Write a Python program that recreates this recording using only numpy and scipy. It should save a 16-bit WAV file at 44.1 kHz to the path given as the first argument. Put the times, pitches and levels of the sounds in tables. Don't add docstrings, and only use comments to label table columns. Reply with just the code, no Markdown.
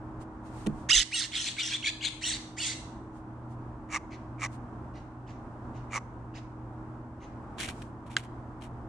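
import sys
import numpy as np
from scipy import signal
from scipy.fft import rfft, irfft, next_fast_len
from scipy.io import wavfile
from scipy.ndimage import uniform_filter1d

SR = 44100
rng = np.random.default_rng(int(sys.argv[2]) if len(sys.argv) > 2 else 0)


def wrap_up_sound(samples):
    columns = np.atleast_2d(samples).T
    tamed = np.clip(columns, -1, 1)
    steps = np.round(tamed * 32767).astype(np.int16)
    wavfile.write(sys.argv[1], SR, steps)


N = 391608


def from_db(db):
    return 10 ** (np.asarray(db) / 20)


def rms_one(x):
    return x / np.sqrt(np.mean(x ** 2) + 1e-20)


def at_hz(points, hz):
    point_hz, value = np.array(points)[:, 0], np.array(points)[:, 1]
    return np.interp(np.log(hz), np.log(point_hz), value)


def colour(x, spectrum):
    size = next_fast_len(x.shape[-1] + 512)
    hz = np.maximum(np.fft.rfftfreq(size, 1 / SR), 1)
    return irfft(rfft(x, size) * from_db(at_hz(spectrum, hz)), size)[..., :x.shape[-1]]


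def drift(rate_hz, size):
    r = np.exp(-2 * np.pi * rate_hz / SR)
    noise = rng.standard_normal(size + 1500)
    return rms_one(signal.lfilter([1], [1, -2 * r, r * r], noise)[1500:])


def ring(drive, hz, t60_s):
    r, w = from_db(-60 / (t60_s * SR)), 2 * np.pi * hz / SR
    return signal.lfilter([0, np.sin(w)], [1, -2 * r * np.cos(w), r * r], drive + 1e-18)


def pan(x, db):
    return np.array([x * from_db(db / 2), x * from_db(-db / 2)])


def swells(rows, attack=1):
    t = np.arange(N) / SR
    gain = 0
    for centre_s, spread_s, db in rows:
        side_s = spread_s * np.where(t < centre_s, attack, 1)
        gain = gain + from_db(db) * np.exp(-((t - centre_s) / side_s) ** 2)
    return gain


def arch(share, peak, rise_db, rise_power, fall_db, fall_power):
    before = np.clip(1 - share / peak, 0, 1)
    after = np.clip((share - peak) / (1 - peak), 0, 1)
    return -rise_db * before ** rise_power - fall_db * after ** fall_power


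def echoes(x, t60_s, gap_s):
    t = np.arange(round(t60_s * SR)) / SR
    tail = rng.standard_normal((2, len(t))) * from_db(-60 * t / t60_s) * (t > gap_s)
    tail /= np.sqrt(np.sum(tail ** 2, axis=1, keepdims=True))
    return signal.fftconvolve(x, tail, axes=1)[:, :N]


def roof(x):
    roof_db, t60_s = -7, 0.008
    scattered = echoes(x, t60_s, 0.0002)[:, :x.shape[1]]
    return x + from_db(roof_db) * colour(scattered, [(500, 3.5), (3000, -0.5), (8000, 10)])


def traffic():
    # f/Hz, relative level/(dB per Hz)
    traffic_spectrum = [(13, -32.5), (25, -13), (55, -2.5), (100, -5.5), (160, -11.5), (250, -7),
                        (340, -10), (460, -18.5), (975, -14), (1500, -24), (2170, -38), (4000, -51.5),
                        (8950, -53.5), (13000, -81)]
    # f/Hz, likeness/1
    likeness = [(25, 1), (110, 0.95), (380, 0.95), (700, 1), (1300, 0.22), (2400, 0.092), (10000, 0.11)]
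    level_db = -44.5
    size = next_fast_len(N)
    hz = np.maximum(np.fft.rfftfreq(size, 1 / SR), 1)
    alike = np.clip(at_hz(likeness, hz), 0, 1)
    mid, side = rfft(rng.standard_normal((2, size))) * from_db(at_hz(traffic_spectrum, hz))
    pair = np.sqrt(1 + alike) * mid + np.sqrt(1 - alike) * side * [[1], [-1]]
    noise = irfft(pair, size)[:, :N]
    return from_db(level_db + drift(1.5, N)) * rms_one(noise)


def hum():
    # f/Hz, waver/dB, level/dB
    steady_lines = [(120.4, 2.5, -48), (236.7, -1, -55)]
    # t/s, level/dB
    drone_swell = [(0.0, -48), (0.84, -50.5), (0.96, -48.5), (2.25, -46.5), (6.23, -58), (6.35, -49),
                   (7.52, -56.5), (8.88, -53)]
    drone_hz, drone_waver_db = 315.7, 1
    drone_db = np.interp(np.arange(N) / SR, *np.transpose(drone_swell))
    out = np.zeros(N)
    for line_hz, waver_db, db in steady_lines + [(drone_hz, drone_waver_db, drone_db)]:
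        gain = from_db(db + waver_db * drift(2.1, N)) * np.sqrt(2)
        hz = line_hz * (1 + 0.00782 * drift(4, N))
        out += gain * np.sin(2 * np.pi * np.cumsum(hz) / SR)
    return out


def background():
    return (traffic() + hum()) * from_db([[-0.35], [0.35]])


def wings():
    # t/s, spread/s, level/dB
    rustles = [(.22, 0.017, -57), (.47, 0.026, -61.5), (.6, 0.083, -55.5), (.8, 0.068, -62),
               (3.17, 0.039, -65), (3.52, 0.026, -66), (4.54, 0.026, -57.5), (7.79, .08, -58.5)]
    # f/Hz, relative level/(dB per Hz)
    wing_air = [(1500, 7), (2500, 2.5), (5000, -1.5), (9000, 1), (11000, -17)]
    # t/s, spread/s, level/dB
    gusts = [(.72, 0.054, -39.5), (.985, 0.033, -25.5)]
    hiss = rms_one(colour(rng.standard_normal((2, N)), wing_air))
    noise = rng.standard_normal(N) + 0.4 * rng.standard_normal((2, N))
    wind = signal.sosfilt(signal.butter(2, [20, 45], "band", fs=SR, output="sos"), noise)
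    return swells(rustles) * hiss + swells(gusts) * rms_one(wind) * from_db([[-1.5], [1.5]])


def struck(blows, modes, spread_db):
    s, blow_db, pan_db = np.transpose(blows)
    at = np.round(s * SR).astype(int)
    chance = rng.standard_normal((len(at), len(modes)))
    out = 0
    for k, (hz, db, t60_s) in enumerate(modes):
        clicks = np.zeros((2, N))
        clicks[:, at] = pan(from_db(blow_db + db + spread_db * chance[:, k]), pan_db)
        out = out + ring(clicks, hz, t60_s) * (-1) ** k
    return signal.sosfilt(signal.butter(1, 10000, fs=SR, output="sos"), out)


def landing():
    # t/s, blow level/dB, left-right/dB
    footfalls = [(.664, -19.5, -7), (.674, -16, -4.5), (.70, -29, -12.5)]
    # f/Hz, relative level/dB, t60/s
    rail_modes = [(149, -10.5, 0.25), (211, -7.5, 0.21), (246, -13.5, .25), (320, -9, 0.059),
                  (448, -13.5, .08), (655, -13.5, 0.031)]
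    return struck(footfalls, rail_modes, spread_db=2.7)


def seed():
    # t/s, spread/s, level/dB
    scratches = [(.666, 0.007, -41.5), (7.61, 0.04, -37), (7.655, 0.012, -53), (7.686, 0.027, -43.5),
                 (7.821, 0.0084, -53), (8.07, 0.015, -61.5), (8.118, 0.033, -56.5), (8.183, 0.023, -49),
                 (8.238, 0.023, -60), (8.63, 0.034, -56)]
    # f/Hz, relative level/dB
    husks = [(1200, -8), (2200, 6.5), (3200, 3.5), (5000, -6.5), (7000, -7), (9500, -7.5), (12000, -23.5),
             (15500, -25)]
    attack = 0.46
    ticks_per_s = 700
    size = (3, N)
    present = rng.random(size) < ticks_per_s / SR
    height = from_db(2.1 * np.minimum(rng.exponential(1, size), 4))
    ticks = present * height * rng.choice([-1, 1], size)
    mid, left, right = rms_one(colour(ticks, husks))
    return swells(scratches, attack) * (mid + 0.71 * np.array([left, right]))


def partials(phase, pitch_hz, count, level_db, hoarse):
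    odd_db, breakup_db = -5, 8
    out = 0
    for k in range(1, count):
        breakup = breakup_db * np.sqrt(hoarse) * drift(38, len(phase))
        gain = from_db(0.21 * k * level_db + odd_db * (k % 2) + breakup)
        out = out + np.cos(k * phase + k * k) * (k * pitch_hz < 15000) * gain
    return out


def voice(hoarse, level_db, mouth_hz, first_hz, second_hz, joined, throat):
    second_db, coupling_db = -2, 1
    flutter_db = 3
    size, hoarse = len(hoarse), np.clip(hoarse, 0, 1)

    def unsteady_phase(hz):
        return 2 * np.pi * np.cumsum(hz * (1 + 0.07 * hoarse * drift(70, size))) / SR

    first, second = unsteady_phase(first_hz), unsteady_phase(second_hz)
    pulses = partials(first, first_hz, 29, level_db, hoarse)
    pulses = pulses * (1 + joined * from_db(coupling_db) * np.cos(second))
    pulses = pulses + joined * from_db(second_db) * partials(second, second_hz, 5, level_db, hoarse)
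    pulses = pulses * from_db(flutter_db * hoarse * drift(250, size))
    breath = hoarse * rng.standard_normal(size)
    sound = colour(np.sqrt(1 - hoarse ** 2) * rms_one(pulses) + breath, throat)

    hz, s, frames = signal.stft(sound, SR, nperseg=256)
    centre_hz = np.interp(s, np.arange(size) / SR, mouth_hz)
    mouth_db = 7.1 * np.exp(-((hz[:, None] - centre_hz) / 600) ** 2)
    sound = signal.istft(frames * from_db(mouth_db), SR)[1][:size]

    evened = sound / np.sqrt(uniform_filter1d(sound ** 2, size=500) + 1e-20)
    return from_db(level_db) * signal.windows.tukey(size, 0.08) * evened


def calls(rows, song, loudness, throat):
    nearness = 0.71
    out = np.zeros((2, 2, N))
    faintest_db = min(row[2] for row in rows)
    for s, length_s, level_db, pan_db, hoarser in rows:
        at, size = round(s * SR), round(length_s * SR)
        share = np.linspace(0, 1, size)
        hoarse, *controls = song(share)
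        sound = voice(hoarse + hoarser, arch(share, *loudness), *controls, throat)
        call = pan(from_db(level_db) * sound, pan_db)
        sent = call * from_db(nearness * (faintest_db - level_db))
        out[:, :, at:at + size] += [roof(call), sent]
    return out


def shriek_song(share):
    # share of length/1, f/Hz
    first_pitch = [(0, 560), (.11, 1130), (.235, 1510), (.36, 1375), (.47, 1390), (.56, 1050), (.65, 800),
                   (.76, 530), (1, 390)]
    # share of length/1, f/Hz
    second_pitch = [(.27, 2000), (.36, 1860), (.45, 2050), (.7, 2250), (.86, 2250), (1, 1750)]
    start_hoarse, gained_hoarse = 0.22, 0.45
    mouth_start_hz, mouth_opens_hz, mouth_climbs_hz = 1785, 1308, 1497
    entry_at, entry_share = second_pitch[0][0], 0.04
    hoarse = start_hoarse + gained_hoarse * share ** 2
    mouth_hz = mouth_start_hz + mouth_opens_hz * np.minimum(share / entry_at, 1) + mouth_climbs_hz * share ** 2
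    first_hz = np.interp(share, *np.transpose(first_pitch))
    second_hz = np.interp(share, *np.transpose(second_pitch))
    joined = np.clip((share - entry_at) / entry_share, 0, 1)
    return hoarse, mouth_hz, first_hz, second_hz, joined


def shrieks():
    # t/s, length/s, level/dB, left-right/dB, added hoarseness/1
    shriek_rows = [(.886, 0.15, -14.5, -6, 0.07), (1.108, .16, -23, -3.5, 0), (1.335, 0.19, -30, 0, .22),
                   (1.572, .18, -30, -0.5, .22), (2.207, .168, -28.5, -1.5, .15),
                   (2.563, .18, -30.5, -1.5, 0.17)]
    # f/Hz, relative level/(dB per Hz)
    throat = [(700, -37.5), (1350, -16.5), (1940, -1.5), (2470, -7.5), (3470, -3), (4920, -7.5),
              (5700, -2.5), (7960, -10), (9790, -19), (10800, -40), (15000, -43.5)]
    # peak at share of length/1, rise/dB, rise power/1, fall/dB, fall power/1
    loudness = (0.36, 25, 3.5, 12, 3)
    return calls(shriek_rows, shriek_song, loudness, throat)


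def bark_song(share):
    chirp_from_hz, chirp_to_hz, chirp_end, entry_share = 1150, 1630, 0.19, 0.04
    body_rise_hz, second_hz, second_rise_hz, second_db = 150.7, 2214, 263, 5.5
    body_hoarse, gained_hoarse = 0.3, 0.4
    body_mouth_hz, mouth_rise_hz = 2240, 1280
    joined = np.clip((share - chirp_end) / entry_share, 0, 1)
    body = np.clip((share - chirp_end) / (1 - chirp_end), 0, 1)
    chirp = np.sin(np.pi / 2 * np.minimum(share / chirp_end, 1))
    first_hz = chirp_from_hz + (chirp_to_hz - chirp_from_hz) * chirp + body_rise_hz * body
    open_mouth_hz = body_mouth_hz + mouth_rise_hz * np.minimum(2 * body, 1)
    mouth_hz = 2 * first_hz + joined * (open_mouth_hz - 2 * first_hz)
    hoarse = joined * (body_hoarse + gained_hoarse * body)
    return hoarse, mouth_hz, first_hz, second_hz + second_rise_hz * body, joined * from_db(second_db)


def barks():
    # t/s, length/s, level/dB, left-right/dB, added hoarseness/1
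    bark_rows = [(1.315, 0.076, -24, -4.5, 0.36), (1.45, 0.052, -26.5, 1.5, 0.14),
                 (1.565, 0.061, -24.5, 0, 0.23), (1.705, 0.068, -23, -1, 0.1),
                 (1.824, 0.084, -21.5, -1.5, 0.1), (2.005, .088, -25, 4, 0.13)]
    # f/Hz, relative level/(dB per Hz)
    throat = [(760, -52), (1300, -21), (2260, -5), (2980, -10.5), (3370, -5), (4010, -7.5), (5120, -20.5),
              (7950, -15.5), (15000, -68.5)]
    # peak at share of length/1, rise/dB, rise power/1, fall/dB, fall power/1
    loudness = (0.54, 14.3, 0.86, 13.3, 2.26)
    return calls(bark_rows, bark_song, loudness, throat)


def croaks():
    # t/s, length/s, level/dB
    croak_rows = [(3.888, 0.094, -31), (4.383, 0.088, -31.5), (5.897, .092, -31)]
    # f/Hz, width/Hz, relative level/dB
    resonances = [(860, 51, -9.5), (1230, 117, 6.5), (2250, 180, 0.5), (2690, 140, -14.5),
                  (3750, 4200, -1.5), (6300, 1400, -3.5), ]
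    # peak at share of length/1, rise/dB, rise power/1, fall/dB, fall power/1
    loudness = (0.67, 26.6, 1.33, 19, 3.2)
    from_per_s, to_per_s = 85, 120
    deepens_db = 25
    lead_db, sag = 15, 0.103
    out = np.zeros(N)
    for s, length_s, level_db in croak_rows:
        at, size = round(s * SR), round(length_s * SR)
        share = np.linspace(0, 1, size)
        per_s = from_per_s + (to_per_s - from_per_s) * share
        cycles = np.cumsum(per_s * from_db(2.2 * drift(60, size))) / SR
        pulses = np.diff(np.floor(cycles), prepend=0) * from_db(3 * rng.standard_normal(size))
        pulses = uniform_filter1d(pulses, size=7) * 7
        air = 0.45 * rng.standard_normal(size) * (1.5 - cycles % 1)
        sound = 0
        for hz, width_hz, db in resonances:
            drive = pulses + 0.9 * air if hz < 3200 else 1.63 * air
            swell_db = deepens_db * (share - 1.5) * max(np.log2(1700 / hz), 0)
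            late_db = lead_db * (hz > 2400) * np.clip(1 - share / 0.24, 0, 1)
            sound = sound + from_db(db + swell_db - late_db) * ring(drive, hz, 2.06 / width_hz)
        sound = np.interp(np.cumsum(1 - sag * share ** 4), np.arange(size), sound)
        out[at:at + size] += from_db(level_db + arch(share, *loudness)) * rms_one(sound)
    return signal.sosfilt(signal.butter(4, [650, 8800], "band", fs=SR, output="sos"), out)


def far_jays():
    # t/s, level/dB, left-right/dB
    far_rows = [(4.102, -53.5, -1.5), (4.935, -59, -1), (5.263, -59, -3), (5.732, -62.5, -1),
                (6.336, -51, -3.5), (7.199, -59, -1.5)]
    # f/Hz, relative level/(dB per Hz)
    throat = [(1180, -25), (2000, -2.5), (2700, -6.5), (3300, -17), (3970, -12), (6220, -13),
              (11000, -42.5), (14300, -79)]
    # peak at share of length/1, rise/dB, rise power/1, fall/dB, fall power/1
    loudness = (0.4, 16, 2.1, 29, 1.95)
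    length_s, hoarser = 0.08, 0.56
    rows = [(s, length_s, db, pan_db, hoarser) for s, db, pan_db in far_rows]
    return calls(rows, bark_song, loudness, throat)


def nut_taps():
    # t/s, blow level/dB, left-right/dB
    tap_rows = [(7.5837, -40, -5), (7.6103, -34.5, -12), (7.6884, -32.5, -12), (7.819, -47, 3),
                (8.1665, -15, -3.5), (8.1728, -28.5, 4), (8.6208, -46, 3)]
    # f/Hz, relative level/dB, t60/s
    shell_modes = [(1230, -4, .008), (1600, -3.5, .012), (2120, -11, .016), (2780, -4, .012),
                   (3250, 0, .011), (4000, -8, .012), (4850, -6, .007), (6640, -14, .01), (7450, -15, .008),
                   (9500, -24, .006)]
    return struck(tap_rows, shell_modes, spread_db=2.5)


def yard(jays_sent, far_sent, near):
    sent = from_db(-9.5) * jays_sent + from_db(-3.5) * far_sent + from_db(-29) * near
    trees = echoes(sent, t60_s=0.5, gap_s=0.013)
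    return colour(trees, [(1000, 4.5), (4000, 3), (10000, 7.4)])


def scene():
    jays, jays_sent = shrieks() + barks()
    far, far_sent = far_jays()
    near = landing() + seed() + pan(croaks(), -1.3) + nut_taps()
    return background() + wings() + roof(near) + jays + far + yard(jays_sent, far_sent, near)


def record(dry):
    threshold_db, duck_ratio, recovery_db_per_s = -19.5, 0.95, 2.97
    cutoff_hz = 15650
    level_db = 10 * np.log10(uniform_filter1d(np.mean(dry ** 2, axis=0), size=1500) + 1e-12)
    duck_db = duck_ratio * np.maximum(level_db - threshold_db, 0)
    recovered_db = recovery_db_per_s * np.arange(N) / SR
    duck_db = np.maximum.accumulate(duck_db + recovered_db) - recovered_db
    wet = dry * from_db(-uniform_filter1d(duck_db, size=800))
    return signal.sosfilt(signal.cheby2(12, 60, cutoff_hz, fs=SR, output="sos"), wet)


dry = scene()
out = record(dry)
wrap_up_sound(out)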